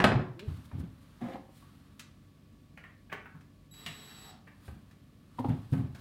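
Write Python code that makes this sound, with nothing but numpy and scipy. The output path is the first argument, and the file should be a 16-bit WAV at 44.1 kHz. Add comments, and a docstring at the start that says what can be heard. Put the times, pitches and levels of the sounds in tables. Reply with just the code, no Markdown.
"""A cabinet door in a small kitchen is pulled open with a sharp knock and a rattle, and its hinge groans briefly.
Its panel cracks and rings, and dull thumps, soft taps and small clicks follow, each built from fading tones and noise.
A cordless drill is dragged off the ringing floorboards in irregular slips, its bit clicks into a hinge screw and
turns it slowly: steady whining tones, grinding gear noise and a growl. The door is pushed shut with taps and thumps.
Clothes rustle as shaped noise, over room air and a low hum."""
import sys
import numpy as np
from scipy import signal
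from scipy.fft import rfft, irfft, next_fast_len
from scipy.io import wavfile
from scipy.ndimage import map_coordinates

SR = 44100
rng = np.random.default_rng(int(sys.argv[2]) if len(sys.argv) > 2 else 0)


def transcribe(signal):
    """Save signal, clipped to [-1, 1], as a 16-bit WAV file at the path in sys.argv[1]."""
    frames = np.atleast_2d(signal).T
    limited = np.clip(frames, -1, 1)
    pcm = np.round(limited * 32767).astype(np.int16)
    wavfile.write(sys.argv[1], SR, pcm)


N = 264732
TIME = np.arange(N) / SR
HIT = np.arange(SR // 2) / SR  # seconds since a blow
HIT_HZ = np.fft.rfftfreq(len(HIT), 1 / SR)
HOLLOW_HZ = 259  # the hollow answer that follows thumps and taps

# How long the kitchen rings. Each row: pitch in Hz, time to fade by 60 dB in seconds.
ROOM = [(80, 0.45), (250, 0.47), (1000, 0.47), (3000, 0.39), (6000, 0.36), (15000, 0.11)]


def amp(db):
    """Decibels to gain."""
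    return 10 ** (np.asarray(db) / 20)


def unit(x):
    """Scale to rms 1."""
    return x / np.sqrt(np.mean(x ** 2) + 1e-20)


def burst(x):
    """Scale to the energy of 10 ms at rms 1."""
    return x * np.sqrt(SR / 100 / np.sum(x ** 2))


def fade(t, t60):
    """Exponential decay of 60 dB in t60 seconds."""
    return amp(-60 * t / t60)


def along(points, hz):
    """Read (Hz, value) points on a log axis."""
    f, v = np.transpose(points)
    return np.interp(np.log(hz + 1e-6), np.log(f), v)


def wobble(rate):
    """A smooth random curve with this many random points a second."""
    return map_coordinates(rng.standard_normal(int(N * rate / SR) + 4), [TIME * rate])


def filtered(x, response):
    """Shape x by a gain that depends on frequency."""
    m = next_fast_len(N + SR // 2)
    hz = np.fft.rfftfreq(m, 1 / SR)
    return irfft(rfft(x, m) * response(hz), m)[:N]


def noise(spectrum):
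    """Coloured noise of rms 1."""
    return unit(filtered(rng.standard_normal(N), lambda hz: amp(along(spectrum, hz))))


def resonant(x, modes):
    """Ring x through (Hz, width, dB) resonances, at rms 1."""
    def response(f):
        total = 0
        for k, (center, width, db) in enumerate(modes):
            damping = 1j * f * width
            total = total + (-1) ** k * amp(db) * damping / (center ** 2 - f ** 2 + damping)
        return total
    return unit(filtered(x, response))


def slips(per_s):
    """Irregular little jerks of random size."""
    return (rng.random(N) < per_s / SR) * rng.standard_normal(N)


def swing(hz, t60, rise):
    """One damped tone set going by a soft push."""
    return np.sin(2 * np.pi * hz * HIT) * fade(HIT, t60) * (1 - np.exp(-HIT / rise))


def stroke(start, end, attack, release):
    """Rise over the attack, hold until the end, then lose 60 dB over the release."""
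    return np.clip((TIME - start) / attack, 0, 1) * fade(np.maximum(TIME - end, 0), release)


def swell(s, rise, fall):
    """Exponential growth up to time s and decay after it."""
    return np.exp(-np.maximum((s - TIME) / rise, (TIME - s) / fall))


def contact(gain, chatter_db, t60, rise):
    """Surfaces graze, meet after the rise time and chatter away, coloured by the gain."""
    # turn the gain into a filter that never sounds before the blow
    cepstrum = irfft(np.log(np.maximum(gain, 1e-6)))
    half = len(HIT) // 2
    colour = np.exp(rfft(np.r_[cepstrum[0], 2 * cepstrum[1:half]], len(HIT)))
    blow = burst(signal.unit_impulse(len(HIT), round(rise * SR)))
    grazing = np.minimum(HIT / rise, 1) ** 2
    chatter = burst(rng.standard_normal(len(HIT)) * grazing * fade(HIT, t60))
    return burst(irfft(rfft(blow + amp(chatter_db) * chatter) * colour))


def in_room(x, wet_db):
    """The sound plus a fresh random tail of the kitchen, which builds up as the walls answer."""
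    hz, t, z = signal.stft(rng.standard_normal(len(HIT)), SR, nperseg=256)
    decay = fade(t, along(ROOM, hz)[:, None])
    tail = signal.istft(z * decay, SR, nperseg=256)[1][:len(HIT)]
    tail = tail * (1 - np.exp(-HIT / 0.0008))
    return x + amp(wet_db) * signal.fftconvolve(x, tail / np.linalg.norm(tail))[:len(x)]


def add(track, s, sound):
    """Mix a sound into the track at time s."""
    part = track[max(round(s * SR), 0):][:len(sound)]
    part += sound[:len(part)]


def knocks(count=3):
    """After each knock the loose door rattles, each contact later, weaker and softer than the last."""
    # Hard knocks of the door. Each row: start in seconds, level in dB, Hz above which the contact is soft.
    knock_rows = [(0.0, -24.5, 5500), (0.018, -30, 4570), (0.040, -16, 12000), (0.093, -33.5, 895),
                  (0.117, -26.5, 1202), (0.154, -35.5, 800), (0.194, -38.5, 780), (0.713, -52.5, 1400),
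                  (0.803, -58.5, 2000), (4.679, -50, 3990), (5.492, -46, 2000), (5.733, -41, 2490),
                  (5.777, -50.5, 2560), (5.948, -56, 1500)]
    gap_s, slows, loss_db, softens = .011, 1.5, 9.5, 0.54
    out = np.zeros(N)
    for s, db, soft_hz in knock_rows:
        for k in range(count):
            add(out, s, amp(db - k * loss_db) * knock(soft_hz * softens ** k))
            unevenness = np.exp(0.11 * rng.standard_normal())
            s = s + gap_s * slows ** k * unevenness
    return out


def knock(soft_hz, ring_db=-3, wet_db=-5.5, steepness=.62):
    """The door panel cracks and rings; softer contacts lose their treble."""
    # Colour of the crack. Each row: pitch in Hz, level in dB.
    panel_colour = [(40, -25), (100, -6.5), (180, 0.5), (260, -3.5), (400, -6), (600, -6.5), (900, -7.5),
                    (1150, -12), (1600, -10), (1950, -13), (2500, -16), (3200, -22), (4200, -25.5),
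                    (6200, -35), (9000, -36), (16000, -47.5)]
    # Tones at which the door rings. Each row: pitch in Hz, level in dB, time to fade by 60 dB in seconds.
    panel_tones = [(174, 2, .25), (368, -0.5, 0.53), (519.2, 3, 0.083), (679, -5.5, 0.25), (717, -5, 0.45),
                   (812, -1, .3), (867, -4, 0.25), (1039, -13, 0.51), (1125, -9.5, 0.57), (1260, -1.5, .14),
                   (1530, -0.5, 0.26), (1752, -14, .45)]

    def softness(hz):
        return (1 + (hz / soft_hz) ** 2) ** -steepness

    crack_gain = amp(along(panel_colour, HIT_HZ)) * softness(HIT_HZ)
    crack = contact(crack_gain, chatter_db=12, t60=0.04, rise=.002)
    ring = np.zeros(len(HIT))
    for hz, level, t60 in panel_tones:
        push = rng.choice([-1, 1]) * amp(level + rng.normal(0, 2))
        ring += push * softness(hz) * swing(hz, t60, rise=0.0028)
    return in_room(crack, wet_db) + amp(ring_db) * burst(ring)


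def thumps(rise=0.0028, body_db=-12, wet_db=-11, corner=3, tiring=1.8, count=3):
    """Padded blows swing the panel, shake the carcass and rebound ever weaker; lower ones are duller."""
    # Dull thumps of door, carcass and floor. Each row: start in seconds, level in dB, pitch in Hz,
    # time between rebounds in seconds, loss per rebound in dB (grows faster later), hollow answer in dB.
    thump_rows = [(0.044, -16.5, 176, .027, 7, -12), (0.086, -27, 105, .02, 15, -18),
                  (0.115, -22, 121, .02, 14, -17), (0.153, -12.5, 126, 0.019, 15, -29),
                  (0.193, -18.5, 140, 0.0097, 13, -22), (0.478, -21.5, 89, .034, 10, -27),
                  (0.579, -36.5, 85, .04, 6, -10), (0.731, -29.5, 95, .045, 12, -18),
                  (0.746, -26.5, 129, .032, 3, -17), (0.796, -28, 82, 0.042, 9.5, -7.5),
                  (0.832, -29.5, 169, 0.038, 22, -11), (1.219, -27, 240.5, .0208, 4.5, -20),
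                  (2.11, -49.5, 70, .05, 10, -8.5), (3.346, -41.5, 154, .04, 7, -12),
                  (3.865, -36.5, 161.5, 0.032, 5, -14), (4.68, -34.5, 86, .04, 1, -17.5),
                  (5.484, -19, 122, .05, 9, -12), (5.496, -15, 152, .026, 13, -26),
                  (5.723, -15.5, 121.6, 0.067, 4.5, -11.5), (5.757, -25, 185, 0.041, 7, -3),
                  (5.842, -22.5, 114.4, .033, 22, -14), (5.946, -45, 100, .028, 2, -15)]
    # Colour of the shaken carcass. Each row: pitch in Hz, level in dB.
    carcass_colour = [(30, -28), (70, -4), (120, 4.5), (260, -5.5), (450, -22), (850, -24), (1500, -30),
                      (3500, -33.5), (6500, -54.5), (16000, -67.5)]
    swing_t60_s, hollow_t60_s = .1, .15
    out = np.zeros(N)
    for s, db, hz, gap, loss_db, hollow_db in thump_rows:
        padding = 1 / np.sqrt(1 + HIT_HZ / (corner * hz))
        gain = amp(along(carcass_colour, HIT_HZ)) * padding
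        hollow = amp(hollow_db) * swing(HOLLOW_HZ, hollow_t60_s, rise)
        tones = swing(hz, swing_t60_s, rise) + hollow
        for k in range(count):
            body = contact(gain, chatter_db=21.5, t60=0.25, rise=0.0054)
            blow = in_room(tones + amp(body_db) * body, wet_db)
            add(out, s + k * gap, amp(db - k ** tiring * loss_db) * blow)
    return out


def taps(rise=0.0024, scuff_db=-10, wet_db=-9, hollow_rise=0.0034):
    """A light tap or a ringing floorboard swells one damped tone with a scuff; a hollow tone answers just after."""
    # Soft taps on wood, and floorboard tones that ring as the drill is dragged (1.280, 1.352).
    # Each row: start in seconds, level in dB, pitch in Hz, time to fade by 60 dB in seconds, hollow answer in dB.
    tap_rows = [(1.280, -40, 531, 0.24, -23), (1.352, -34, 782, 0.038, -22), (1.487, -50, 563, 0.04, -10),
                (1.621, -55, 1130, 0.1, -17), (5.385, -25, 974, 0.027, 0), (5.442, -25, 829, 0.042, 3),
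                (5.482, -36, 837, 0.038, -1)]
    # Colour of the scuff. Each row: pitch in Hz, level in dB.
    scuff_colour = [(60, -15), (300, 2), (1000, 0), (1500, -20.5), (4000, -28.5), (6500, -52), (9500, -49),
                    (16000, -52.5)]
    hollow_t60_s, hollow_lag_s = 0.12, 0.00923
    low_swing_hz, low_swing_db = 113, -4  # a deeper tone in the hollow answer
    answer = swing(HOLLOW_HZ, hollow_t60_s, hollow_rise)
    answer += amp(low_swing_db) * swing(low_swing_hz, hollow_t60_s, hollow_rise)
    out = np.zeros(N)
    for s, db, hz, t60, hollow_db in tap_rows:
        scuff = contact(amp(along(scuff_colour, HIT_HZ)), chatter_db=3.5, t60=0.097, rise=.005)
        touch = swing(hz, t60, rise) + amp(scuff_db) * scuff
        add(out, s, amp(db) * in_room(touch, wet_db))
        add(out, s + hollow_lag_s, amp(db + hollow_db) * in_room(answer, wet_db))
    return out


def clicks(snap_wet_db=-2):
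    """Small hard parts meet: a pitched clack, a bright snap and a low thud sound together."""
    # Small clicks: a close dry one of clothes or tool belt (0.392), then hinge, bit and screw.
    # Each row: start in seconds, level in dB, pitch in Hz, bright snap in dB,
    # time until the surfaces meet in seconds, room sound in dB.
    click_rows = [(0.392, -48, 2963, -9, .002, -6), (1.328, -58, 2660, -10.5, 0.0077, -11),
                  (1.992, -55.5, 1790, 9, 0.0039, -4), (2.772, -50, 2000, -16.5, .004, -2),
                  (2.834, -51.5, 1900, -22, .006, 1), (3.094, -56, 1990, -33, 0.006, 2),
                  (3.116, -44, 1890, -26, 0.0046, 1), (3.124, -37, 1840, -18, .0033, -4),
                  (3.254, -49.5, 1670, -32, 0.0043, -2), (3.348, -60, 1310, -24, 0.00365, -4),
                  (3.408, -63, 1950, -6, .002, -6), (3.737, -66.5, 2700, 4.5, .0028, -1),
                  (3.861, -39.5, 2930, -6.5, .002, -1.5), (3.916, -58, 2410, -6.5, 0.0014, -10),
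                  (4.467, -54.5, 1830, -18, .010, -1.5), (4.908, -65, 1992, -3.5, .004, -3.5),
                  (5.944, -58.5, 1815, -0.5, .007, -0.5)]
    # Colour of the clack. Each row: multiple of the click's pitch, level in dB.
    clack_colour = [(.05, -16), (.2, -8.5), (.45, -7), (.7, -2.5), (.95, 1.5), (1.4, -6), (1.85, -20),
                    (4, -59), (9, -27)]
    # Colour of the bright snap. Each row: pitch in Hz, level in dB.
    snap_colour = [(300, -42.5), (1500, -5), (3000, -3.5), (4400, -3), (6200, -7), (8500, -9.5),
                   (12000, -14.5), (16000, -16.5)]
    thud = amp(-3) * swing(164, t60=0.16, rise=0.0063)
    out = np.zeros(N)
    for s, db, hz, snap_db, seating, wet_db in click_rows:
        clack = contact(amp(along(clack_colour, HIT_HZ / hz)), chatter_db=13, t60=0.055, rise=seating)
        snap = contact(amp(along(snap_colour, HIT_HZ)), chatter_db=14, t60=0.076, rise=seating)
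        bright = amp(snap_db) * in_room(snap, wet_db + snap_wet_db)
        add(out, s, amp(db) * (in_room(clack, wet_db) + bright + thud))
    return out


def groan(fundamental_db=-3, third_db=-14, rough_db=3, jitter=0.036):
    """The hinge sticks and slips: a short rough tone that rises and sinks, strongest on its second partial."""
    start_s, end_s, groan_db = 0.348, .47, -49
    low_hz, top_hz, top_s, arch_s = 155, 210.6, .455, .07
    hz = low_hz + (top_hz - low_hz) * np.exp(-((TIME - top_s) / arch_s) ** 2)
    phase = 2 * np.pi * np.cumsum(hz * (1 + jitter * wobble(116.9))) / SR
    level = amp(groan_db + rough_db * wobble(101.6)) * stroke(start_s, end_s, attack=.03, release=.06)
    tone = np.zeros(N)
    for k, db in enumerate([fundamental_db, 0, third_db], 1):
        tone += amp(db) * np.sin(k * phase)
    return in_room(level * tone, wet_db=-10)


def drag(grit_db=-8):
    """Irregular slips of the drill's battery ring the floorboards and grind the dust, in one easing stroke."""
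    # Resonances of the floorboards. Each row: pitch in Hz, width in Hz, level in dB.
    board_tones = [(224, 105, 1), (365, 58, -0.5), (542, 10, -15), (713, 67, -2.5), (835, 72, -8.5),
                   (1042, 23, -6), (1240, 110, -17.5), (1700, 110, -14), (2000, 230, -16.5)]
    # Colour of the dust under the battery. Each row: pitch in Hz, level in dB.
    grit_colour = [(200, -6), (500, 12), (2000, -7), (3500, -8.5), (6000, -31), (16000, -43)]
    start_s, end_s, drag_db, ease_db_per_s = 1.205, 1.354, -44, 35
    eased_db = ease_db_per_s * np.maximum(TIME - start_s, 0)
    force = amp(drag_db - eased_db) * stroke(start_s, end_s, attack=.015, release=0.11)
    scrape = resonant(slips(per_s=1300), board_tones) + amp(grit_db) * noise(grit_colour)
    return in_room(force * scrape, wet_db=-5.0)


def drill(flutter_db=1.6, grind_db=1.0, casing_db=-6, turn_hz=106, throb=0.25, motor_db=-66, linger_db=-8):
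    """The motor sings at its switching rate, the gears spin up and grind, the screw growls as it tightens."""
    # Partials of the whine. Each row: multiple of the whine's pitch, level in dB.
    whine_partials = [(1, -2), (2, -3.5), (3, -10), (4, -22)]
    # Colour of the gear noise. Each row: pitch in Hz, level in dB.
    gear_colour = [(200, -4), (450, -4.5), (1300, 1.5), (2200, -2.5), (3000, -1), (4600, -0.5),
                   (5600, -11.5), (6500, -12.5), (9000, -14), (12000, -17), (16000, -25)]
    # Resonances of the drill's casing. Each row: pitch in Hz, width in Hz, level in dB.
    casing_tones = [(734, 28, -2), (1270, 82, 3), (1745, 57, 0.5), (2016, 40, 4), (3280, 45, -5),
                    (4520, 57, -36), (5480, 99, -1.5)]
    # Resonances of the screw turning in the board. Each row: pitch in Hz, width in Hz, level in dB.
    growl_tones = [(650, 100, -4), (764, 66, 1.5), (970, 93, -4)]
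    # Colour of the shake carried into the cabinet. Each row: pitch in Hz, level in dB.
    shake_colour = [(60, -12), (150, 4.5), (450, 0), (650, -18), (1500, -26), (16000, -64.5)]
    trigger_on_s, trigger_off_s = 3.709, 4.308  # one pull of the trigger
    whine_hz, whine_db, whine_attack_s, whine_release_s = 3900, -61, .006, 0.069
    gear_db, spin_up_s, spin_down_s = -60, 0.089, 0.19
    growl_db, tighten_db_per_s = -61.5, 96  # growl once the screw is tight, and how fast it builds up

    def pull(attack, release):
        return stroke(trigger_on_s, trigger_off_s, attack, release)

    phase = 2 * np.pi * whine_hz * TIME + 0.26 * wobble(50)
    whine = np.zeros(N)
    for k, db in whine_partials:
        lingering = amp(linger_db) * pull(spin_up_s, along(ROOM, k * whine_hz))  # in the room
        sung = pull(whine_attack_s, whine_release_s) + lingering
        whine += np.sqrt(2) * amp(db + flutter_db * wobble(30)) * sung * np.sin(k * phase)

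    # the gear mesh tightens once a turn
    turn_phase = 2 * np.pi * np.cumsum(turn_hz * (1 + 0.024 * wobble(8))) / SR
    shaft = 1 + throb * np.sin(turn_phase)
    casing = amp(casing_db) * resonant(slips(per_s=700), casing_tones)
    gears = unit((noise(gear_colour) + casing) * shaft * amp(grind_db * wobble(250)))
    shake = amp(motor_db) * noise(shake_colour)
    turning = pull(spin_up_s, spin_down_s) * (amp(gear_db) * gears + shake)

    slack_db = tighten_db_per_s * np.maximum(trigger_off_s - TIME, 0)
    growl = amp(growl_db - slack_db) * pull(spin_up_s, 0.27) * resonant(slips(per_s=310), growl_tones)
    return amp(whine_db) * whine + in_room(turning + growl, wet_db=-1.5)


def clothes(grain_db=1.0, still_db=-83):
    """Fabric rubs in small catches, swelling as the body shifts, with quick brighter swishes."""
    # Body shifts. Each row: peak time in seconds, level in dB, swell in seconds, fade in seconds.
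    move_rows = [(0.5, -60.5, .05, 0.24), (1.3, -64.5, 0.36, 0.14), (1.65, -67, .08, 0.44),
                 (4.65, -67.5, 0.11, 0.29), (5.46, -62, .12, .35), (6.0, -61.5, .05, .1)]
    # Colour of the cloth. Each row: pitch in Hz, level in dB.
    cloth_colour = [(200, -9.5), (1200, 14.5), (2200, 5), (4000, 4.5), (6200, -5.5), (9000, -3.5),
                    (13000, -6), (16000, -12)]
    # Quick swishes of sleeve and palm. Each row: peak time in seconds, level in dB, half-length in seconds.
    swish_rows = [(0.567, -69, .02), (0.657, -63.5, .015), (0.802, -60.5, .013), (1.03, -69.5, .016),
                  (1.578, -63.5, .05), (4.676, -63, .04), (5.398, -59, .012), (5.494, -59.5, .008),
                  (5.734, -56, .011), (5.779, -63.5, .04)]
    # Colour of the swishes. Each row: pitch in Hz, level in dB.
    swish_colour = [(300, -27), (1500, 3.5), (4000, 5.5), (6200, -1.5), (9500, 2.5), (13000, -1.5),
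                    (16000, -3.5)]
    power = amp(still_db) ** 2
    for s, db, rise, fall in move_rows:
        power = power + (amp(db) * swell(s, rise, fall)) ** 2
    rustle = np.sqrt(power) * noise(cloth_colour)
    swish_level = sum(amp(db) * swell(s, half, half) for s, db, half in swish_rows)
    catches = unit(amp(grain_db * wobble(120)))
    return (rustle + swish_level * noise(swish_colour)) * catches


def background():
    """Room air as coloured noise, and a slightly unsteady appliance hum of a few tones."""
    # Tones of the hum. Each row: pitch in Hz, level in dB.
    hum_tones = [(48.4, -66.5), (96.9, -65.5), (145.3, -66.5), (288, -72), (1133, -81), (1735, -87.5)]
    # Colour of the room air. Each row: pitch in Hz, level in dB.
    air_colour = [(20, -34.5), (45, 0), (100, -1.5), (230, 0.5), (310, -9), (420, -17), (600, -17.5),
                  (850, -29), (1130, -24), (1400, -30.5), (2400, -28.5), (4200, -30.5), (6500, -37),
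                  (15500, -40.5)]
    hum = np.zeros(N)
    for hz, db in hum_tones:
        hum += np.sqrt(2) * amp(db) * np.sin(2 * np.pi * hz * TIME + 0.21 * wobble(8))
    return hum + amp(-58.5) * noise(air_colour)


def scene():
    """All sources at one microphone."""
    door_and_clicks = knocks() + thumps() + taps() + clicks() + groan()
    tool = drag() + drill()
    return (door_and_clicks + tool + clothes() + background())[None]


def record(dry, low_cut_hz=52, top_hz=15850):
    """The microphone sheds deep bass and nothing is kept above the band limit."""
    thinned = filtered(dry[0], lambda hz: 1 / np.sqrt(1 + (low_cut_hz / (hz + 1)) ** 10))
    return filtered(thinned, lambda hz: hz < top_hz)[None]


dry = scene()
out = record(dry)
transcribe(out)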